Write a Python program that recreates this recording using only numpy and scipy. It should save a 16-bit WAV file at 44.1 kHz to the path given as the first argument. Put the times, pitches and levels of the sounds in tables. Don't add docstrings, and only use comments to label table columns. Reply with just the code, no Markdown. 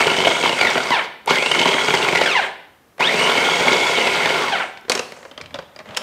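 import sys
import numpy as np
from scipy import signal
from scipy.io import wavfile
from scipy.ndimage import uniform_filter1d

SR = 44100
rng = np.random.default_rng(int(sys.argv[2]) if len(sys.argv) > 2 else 0)


def wrap_up_sound(samples):
    columns = np.atleast_2d(samples).T
    tamed = np.clip(columns, -1, 1)
    steps = np.round(tamed * 32767).astype(np.int16)
    wavfile.write(sys.argv[1], SR, steps)


def ratio_of_db(decibels):
    return 10 ** (np.asarray(decibels, float) / 20)


N = 265555

# switch on t/s, brake grips t/s, lumpiness [0-1], free whine level/dB
PULSES = [
    (-.2, 0.887, .75, -25),
    (1.246, 2.266, 0.75, -24),
    (2.974, 4.512, 0.5, -24.5),
]
# t/s, churn level/dB
EFFORT = [
    [(0, -14), (.07, -19), (.3, -20.5), (.55, -20.5), (.7, -16.5), (.88, -20), (.925, -17.5), (1.0, -30),
     (1.07, -9.5)],
    [(1.268, -21), (1.31, -10), (1.41, -22.5), (1.58, -18), (1.72, -21.5), (1.92, -18.5), (2.26, -17.5),
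     (2.33, -21), (2.53, -33)],
    [(2.992, -18.5), (3.02, -17), (3.08, -20), (3.23, -16.5), (3.35, -18), (4.42, -17.5), (4.51, -24),
     (4.61, -26.5), (4.73, -53)],
]
# f/Hz, level/dB
HOUSING = [(26, -94.5), (45, -43), (178, -2.5), (314, -9), (391, 5), (996, -5.5), (1210, -8.5), (1440, 0),
           (1800, -4.5), (2190, 0.5), (2600, -5.5), (3010, -2.5), (8660, -25), (16000, -34)]
# f/Hz, width/Hz, lift/dB
RINGS = [(431, 120, -1), (686, 15, 4.5), (960, 410, 8), (1420, 29, 6), (2180, 120, 5.5), (2650, 23, 6),
         (2930, 45, 2), (4620, 140, 6)]


def motor(effort, fall, pulse, load, teeth=85.0, lumps_per_turn=3.0, flecks_per_turn=3.2):
    overtone_fall = {"driven": -10.0, "braked": -2.0}
    # low f/Hz, high f/Hz
    patches = [(150, 700), (700, 1700), (1700, 2700), (2700, 4200), (4200, 9000)]
    # f/Hz, width/Hz, level above the churn/dB
    bowl_note = (2180, 60, -13.0)
    s, churn_db = np.transpose(effort)
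    t = np.arange(s[0], s[-1], 1 / SR)
    count = len(t)
    churn_db = np.interp(t, s, churn_db)
    hz, first, bite, lumpy = speed_and_strain(t, fall, *pulse)
    speeding_up = np.gradient(hz) > 0
    lumpy = np.clip(lumpy, 0, .95)
    lump_swells = swells(lumps_per_turn * hz / teeth, 2.5, 0.0052)
    shake = np.sqrt(1 - lumpy ** 2 + (lumpy * lump_swells) ** 2)

    turn = np.exp(2j * np.pi * np.cumsum(hz) / SR)
    strain = shake + 1.94 * load[round(s[0] * SR):][:count]
    whine = first * np.clip(hz / 650, 0, 1) ** 2 * strain * turn
    whine = whine * flutter(count, 110, 0.98 - 0.95 * hz / 3300)
    fall_db = np.where(speeding_up, overtone_fall["driven"], overtone_fall["braked"])
    for k in range(2, 8):
        lift_db = read(HOUSING, k * hz) - read(HOUSING, 2 * hz) + fall_db * (k - 2)
        whine += bite * ratio_of_db(np.minimum(lift_db, 3)) * flutter(count, 40 * k, 0.46) * turn ** k
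    shrill = ratio_of_db(-37.5 - 6.0 * ((3 * hz - 8350) / 450) ** 2) * speeding_up
    whine += shrill * flutter(count, 90, 0.84) * turn ** 3

    noise = shake * rng.standard_normal(count)
    ringing = np.clip(hz / 1100, 0, 1) ** 0.41
    plain = signal.oaconvolve(noise, causal(lambda f: read(HOUSING, f)))[:count]
    resonant = signal.oaconvolve(noise, causal(housing_db))[:count]
    grind = ringing * resonant + (1 - ringing) * plain
    for lo_hz, hi_hz in patches:
        flecks = swells(flecks_per_turn * hz / teeth, 2.5, 0.0031)
        grind = grind + 0.97 * lumpy * flecks * band(grind, lo_hz, hi_hz)
    note_hz, width, note_db = bowl_note
    note = evened(band(noise, note_hz - width / 2, note_hz + width / 2, order=1))
    note = ratio_of_db(note_db) * np.clip(hz / 2400, 0, 1) ** 1.5 * note

    sparks = evened(band(noise, 11000, 11500))
    air = evened(band(rng.standard_normal(count), 5300, 9130, order=4)) + ratio_of_db(-31.0) * sparks
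    fan = ratio_of_db(-38.0) * (hz / 3300) ** 0.6 * air
    fade_in = np.minimum(1, (t - s[0]) / 0.0088 + (s[0] < .01))
    fade_out = np.minimum(1, (s[-1] - t) / 0.07)
    churn = ratio_of_db(churn_db - 1.0) * (evened(grind) + note)
    return s[0], fade_out * fade_in * (churn + whine.real + fan)


def speed_and_strain(t, fall, on_s, brake_s, lumpy, free_db):
    # t after the switch/s, rate of meeting gear teeth f/Hz
    climb = [
        (.018, 600),
        (.036, 930),
        (.075, 1564),
        (.115, 1950),
        (.165, 2394),
        (.225, 2813),
        (.35, 2996),
        (.5, 3240),
        (.75, 3410),
    ]
    # t/s, length/s, whine level/dB, overtone level/dB
    bites = [(0.594, 0.11, -21, -26), (0.914, 0.06, -15.5, -14), (0.966, .06, -27.5, -19),
             (1.284, 0.049, -24, -12), (1.34, .09, -20.5, -52), (2.255, 0.058, -17.5, -15.5),
             (2.35, 0.057, -17, -13), (2.053, 0.053, -22, -45), (4.195, 0.11, -26, -40),
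             (2.311, 0.038, -26, -14), (2.406, 0.11, -34, -23.5), (3.008, 0.022, -33, -16),
             (3.018, 0.072, -48, -10), (3.07, .05, -17.5, -40), (3.213, 0.072, -16, -32),
             (4.454, 0.1, -30, -31), (4.52, 0.043, -19.5, -18), (4.554, 0.038, -33, -21.5),
             (4.595, 0.068, -59, -21), (0.668, 0.035, -27, -30)]
    top_hz, idle_db, top_db = 3200, -52, -37
    rise, fade_db = 0.11, -6
    hz = np.minimum(np.interp(t - on_s, *np.transpose(climb)), np.interp(t, *np.transpose(fall)))
    hz = uniform_filter1d(hz, size=400, mode="nearest")
    coasting = (t > fall[0][0]) * np.clip(1 - hz / top_hz, 0, 1)
    ring_lift_db = housing_db(hz) - read(HOUSING, hz)
    whine = ratio_of_db(free_db + 0.46 * ring_lift_db - 9 * coasting)
    bite = ratio_of_db(idle_db + (top_db - idle_db) * np.clip((hz - top_hz + 150) / 150, 0, 1))
    for s, length, whine_db, bite_db in bites:
        u = (t - s) / length
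        shape = np.clip(u / rise, 0, 1) * np.clip((1 - u) / rise, 0, 1)
        shape = shape * ratio_of_db(fade_db * np.clip(u, 0, 1))
        whine = whine + ratio_of_db(whine_db) * shape
        bite = bite + ratio_of_db(bite_db) * shape
    return hz, whine, bite, lumpy * (1 - .3 * np.clip((t - brake_s) / .015, 0, 1))


def housing_db(hz):
    return read(HOUSING, hz) + sum(db / (1 + (2 * (hz - f) / width) ** 2) for f, width, db in RINGS)


def lumps(burst_s=0.0023):
    # t/s, peak level/dB, ring f/Hz, low thud level above the peak/dB
    hard_lumps = [(.069, -2, 3000, -15), (.115, -7.5, 3020, 9), (.203, -2, 2200, -13),
                  (.27, 2.5, 670, -0.5), (.309, -7, 2180, 9), (.437, -2, 2210, 0.5), (.493, -3.5, 2810, 6),
                  (.591, -7.5, 1385, -20), (.6115, 3, 2260, -35), (.755, -6, 1350, 9.5),
                  (.778, 0, 660, -31), (.905, -2.5, 950, 1), (1.279, -8, 790, -6), (1.384, -1.5, 2190, -29),
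                  (1.46, -1.5, 2750, -20), (1.515, 0.5, 3080, -24), (1.6145, 0, 2180, -19),
                  (1.656, -1, 800, 8), (1.716, -7, 804, 1.5), (1.741, -5, 2100, 10),
                  (1.823, -22, 2090, -11), (1.8835, -0.5, 1420, 0.5), (1.939, 4.5, 920, -28),
                  (2.018, -6.5, 2770, -2), (2.1565, 1, 2060, -11), (2.1755, -8, 2190, -18),
                  (3.006, -1, 854.6, -5), (3.377, -0.5, 2182, 0), (4.072, -2, 2650, -13),
                  (4.2575, 0.5, 2190, 0)]
    out, load = np.zeros(N), np.zeros(N)
    colour, t = causal(housing_db), np.arange(1200) / SR
    blow = np.exp(-t / burst_s) * (1 - np.exp(-t / 0.0008))
    rows = hard_lumps + small_lumps()
    grit = rng.standard_normal((len(rows), 2, len(t)))
    for (s, db, hz, thud_db), (a, b) in zip(rows, grit):
        knock = signal.fftconvolve(a * blow, colour)[:len(t)]
        knock += 1.16 * band(a * blow, 0.82 * hz, 1.52 * hz)
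        knock += 0.5 * ring(hz, 0.041, count=len(t))
        knock += ratio_of_db(thud_db + 4.0) * band(b * blow ** 0.24, 252, 910)
        add(out, s, ratio_of_db(db - 4.5) * knock)
        add(load, s, ratio_of_db(db) * 1.18 * blow ** 0.49)
    return out, load


def small_lumps(per_s=18):
    rows = []
    for effort, (_, brake_s, lumpy, _) in zip(EFFORT, PULSES):
        for k, (a, b, c, d) in enumerate(rng.random((32, 4))):
            s = effort[0][0] + (k + a) / per_s
            if s < brake_s:
                db = -10.5 + 2.5 * (b - 1 + 2 * lumpy)
                ring_hz = RINGS[2 + int(c * 5)][0]
                rows.append((s, db, ring_hz, -1.5 - 20 * d ** 2))
    return rows


def clicks():
    # t/s, peak level/dB, ring f/Hz, hollow level above the peak/dB, snap level above it/dB
    latch = [(1.26, -29, 2080, 9, 20), (2.9808, -30.5, 1980, 9, 8), (4.773, -26, 2310, -6, -20),
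             (4.811, -43, 5400, -27, 16.5), (4.85, -33, 2620, 6, -32), (4.882, -29, 1975, 13, -17),
             (4.897, -3, 4430, 3.5, 6), (4.9186, -2.5, 2500, -16, -20), (4.9517, -7.5, 5440, 1, 4),
             (4.9754, -12, 2860, -1, -17), (4.9931, -9.5, 2740, 3, -14), (5.1209, -22.5, 2190, 2.5, 4),
             (5.9662, -14, 2770, -5, -16), (5.9715, -4.5, 3100, -9, 5)]
    # t/s, peak level/dB, ring f/Hz, hollow level above the peak/dB
    touches = [(5.229, -30, 1930, 3.5), (5.2504, -34, 4540, 16.5), (5.3128, -26.5, 3080, 3),
               (5.3772, -22, 3200, 6.5), (5.4024, -33, 3570, 13), (5.4122, -18.5, 2280, -12),
               (5.438, -34, 2980, 7), (5.4592, -25.5, 3070, -15), (5.5079, -32, 2310, -13),
               (5.5429, -17.5, 3510, 6), (5.5554, -24.5, 2250, 10), (5.5881, -22.5, 3280, 11.5),
               (5.6241, -31, 2680, 3), (5.762, -26.5, 4800, 5), (5.7902, -24, 2360, 2),
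               (5.801, -32, 1960, 15), (5.8576, -31, 1930, 6), (5.8894, -32, 3170, 11),
               (5.908, -28, 3060, -16), (5.947, -23, 3280, -13)]
    out, t = np.zeros(N), np.arange(4000) / SR
    crack_t60, lid_t60 = 0.032, 0.06
    rows = [(*row, 469.3) for row in latch]
    rows += [(*row, -6, 584) for row in touches]
    grit = rng.standard_normal((len(rows), 3, len(t)))
    for (s, db, hz, hollow_db, snap_db, hollow_hz), (a, b, c) in zip(rows, grit):
        snap = ratio_of_db(snap_db - 12.0) * band(a * ratio_of_db(-60 * t / 0.0092), 6300, 12400)
        bright_hz = max(7404.5 + 110 * db, 3000)
        crack = 1.11 * band(b * ratio_of_db(-60 * t / crack_t60), 900, bright_hz, order=3)
        crack += 0.76 * ring(hz, 0.018)
        crack += 0.69 * band(b * ratio_of_db(-60 * t / 0.019), 0.75 * hz, 1.1 * hz)
        hollow = 0.73 * ring(hollow_hz * (1 + 0.092 * c[0]), lid_t60)
        hollow += 2.03 * band(c * ratio_of_db(-60 * t / lid_t60), 220, 1630)
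        hollow = ratio_of_db(hollow_db - 5.0) * hollow * (1 - np.exp(-t / 0.0012))
        add(out, s, ratio_of_db(db - 3.5) * (snap + crack + hollow))
    return out


def hands(slips_per_s=300.0):
    # t/s, pressure level/dB
    rub = [
        (4.72, -59),
        (4.87, -81),
        (4.91, -25),
        (5.0, -33.5),
        (5.1, -45),
        (5.43, -51.5),
        (5.84, -53),
        (5.9, -38.5),
        (6.02, -33),
    ]
    # f/Hz, level/dB
    rub_colour = [(29, -54), (50, -22.5), (141, -12.5), (208, 14), (321, 0.5), (586, 14.5), (1210, 8.5),
                  (3250, 0.5), (16000, -36)]
    # t/s, half length/s, level/dB
    cloth = [
        (4.957, 0.1, -62),
        (5.438, 0.038, -46),
        (5.56, .05, -45.5),
        (5.902, 0.034, -45),
    ]
    t = np.arange(N) / SR
    rustle_db = np.interp(t, *np.transpose(rub), left=-120)
    scrape_db = -48.5 + .4 * (rustle_db + 31) - 14 * np.clip((t - 5.3) / 0.028, 0, 1)
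    sway = ratio_of_db(-64) * (t > rub[0][0])
    sway = sway + sum(ratio_of_db(db) * np.exp(-((t - s) / half) ** 2) for s, half, db in cloth)
    noise = (1.2 + swells(np.full(N, slips_per_s), 6.1, 0.0055)) * rng.standard_normal(N)
    rustle = signal.oaconvolve(noise, causal(lambda hz: read(rub_colour, hz)))[:N]
    scrape = band(noise, 3700, 7200)
    bump = band(rng.standard_normal(N), 49, 205)
    return ratio_of_db(rustle_db) * evened(rustle) + ratio_of_db(scrape_db) * evened(scrape) + sway * evened(bump)


def kitchen(x):
    # f/Hz, time to fall by 60 dB t/s
    echo_times = [(150, 0.85), (500, 0.63), (1400, 0.61), (3000, 0.6), (4500, 0.59), (7000, 0.39),
                  (12000, 0.7)]
    taps = np.zeros(SR)
    at = np.arange(300, SR - 20, 20)
    taps[at + rng.integers(0, 20, len(at))] = rng.choice([-1., 1.], len(at))
    hz, t, z = signal.stft(taps, SR, nperseg=256)
    fade = ratio_of_db(-60 * t / read(echo_times, hz)[:, None])
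    tail = signal.istft(z * fade, SR, nperseg=256)[1]
    return signal.fftconvolve(x, tail / np.linalg.norm(tail))[:N]


def hush():
    # f/Hz, level/dB
    hush_colour = [(18, -31), (30, 10), (473, 9.5), (889, 3.5), (1010, 5), (1500, 1.5), (2750, -4.5),
                   (8080, -12), (13300, -8), (16000, -14)]
    noise = signal.oaconvolve(rng.standard_normal(N), causal(lambda hz: read(hush_colour, hz)))[:N]
    return ratio_of_db(-55.5) * evened(noise)


def swells(rate, spread_db, burst_s):
    count = len(rate)
    sizes = ratio_of_db(spread_db * np.minimum(rng.exponential(1, count), 2.1))
    hits = (rng.random(count) < rate / SR) * sizes
    t = np.arange(1500) / SR
    swell = np.exp(-t / burst_s) * (1 - np.exp(-t / 0.00039))
    return evened(signal.oaconvolve(hits, swell)[:count])


def flutter(count, width_hz, firm):
    return firm + (drift(count, width_hz) + 1j * drift(count, width_hz)) / 2


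def drift(count, top_hz):
    return evened(signal.lfilter(*signal.butter(2, top_hz / (SR / 2)), rng.standard_normal(count)))


def ring(hz, t60, count=4000):
    t = np.arange(count) / SR
    return ratio_of_db(-60 * t / t60) * np.sin(2 * np.pi * hz * t)


def band(x, lo_hz, hi_hz, order=2):
    edges = [lo_hz / (SR / 2), hi_hz / (SR / 2)]
    return signal.sosfilt(signal.butter(order, edges, "band", output="sos"), x)


def causal(db_of, size=8192):
    log_gain = np.log(ratio_of_db(np.maximum(db_of(abs(np.fft.fftfreq(size, 1 / SR))), -100)))
    taps = np.fft.ifft(np.exp(log_gain - 1j * signal.hilbert(log_gain).imag)).real[:size // 2]
    return taps / np.linalg.norm(taps)


def read(points, hz):
    f, value = np.transpose(points)
    return np.interp(np.log(hz + 1), np.log(f + 1), value)


def evened(x):
    return x / np.sqrt(np.mean(x ** 2) + 1e-20)


def add(mix, s, sound):
    part = mix[round(s * SR):][:len(sound)]
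    part += sound[:len(part)]


def scene():
    # t/s, rate of meeting gear teeth f/Hz
    falls = [
        [(.42, 3300), (.5, 2940), (.61, 2319), (.68, 1860), (.78, 1450), (.9, 1095), (.955, 858.4), (1.0, 566),
         (1.07, 307)],
        [(1.92, 3305), (2.0, 2920), (2.17, 2062), (2.25, 1774), (2.31, 1320), (2.345, 1080), (2.4, 764.5),
         (2.45, 509), (2.5, 305)],
        [(3.9, 3415), (4.05, 2690), (4.17, 2179), (4.29, 1695), (4.42, 1183), (4.53, 815.5), (4.6, 515.5),
         (4.65, 348.4), (4.7, 258)],
    ]
    machine, load = lumps()
    for effort, fall, pulse in zip(EFFORT, falls, PULSES):
        add(machine, *motor(effort, fall, pulse, load))
    near = clicks() + hands()
    echo = kitchen(ratio_of_db(-8.0) * machine + ratio_of_db(-10.5) * near)
    return (machine + near + echo + hush())[None]


def roll_off(x):
    return signal.sosfilt(signal.butter(12, 16510, fs=SR, output="sos"), x)


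def record(dry):
    ceiling = .95
    soft = ceiling * np.tanh(dry / ceiling)
    soft = signal.sosfilt(signal.butter(4, 56 / (SR / 2), "high", output="sos"), soft)
    below = signal.oaconvolve(soft, signal.firwin(255, 9200, fs=SR)[None], "same")
    soft = below + ratio_of_db(-2.0) * (soft - below)
    top_cut = signal.firwin(511, 15700, window=("kaiser", 9), fs=SR)
    mix = signal.oaconvolve(soft, top_cut[None], "same")
    return roll_off(mix)


dry = scene()
out = record(dry)
wrap_up_sound(out)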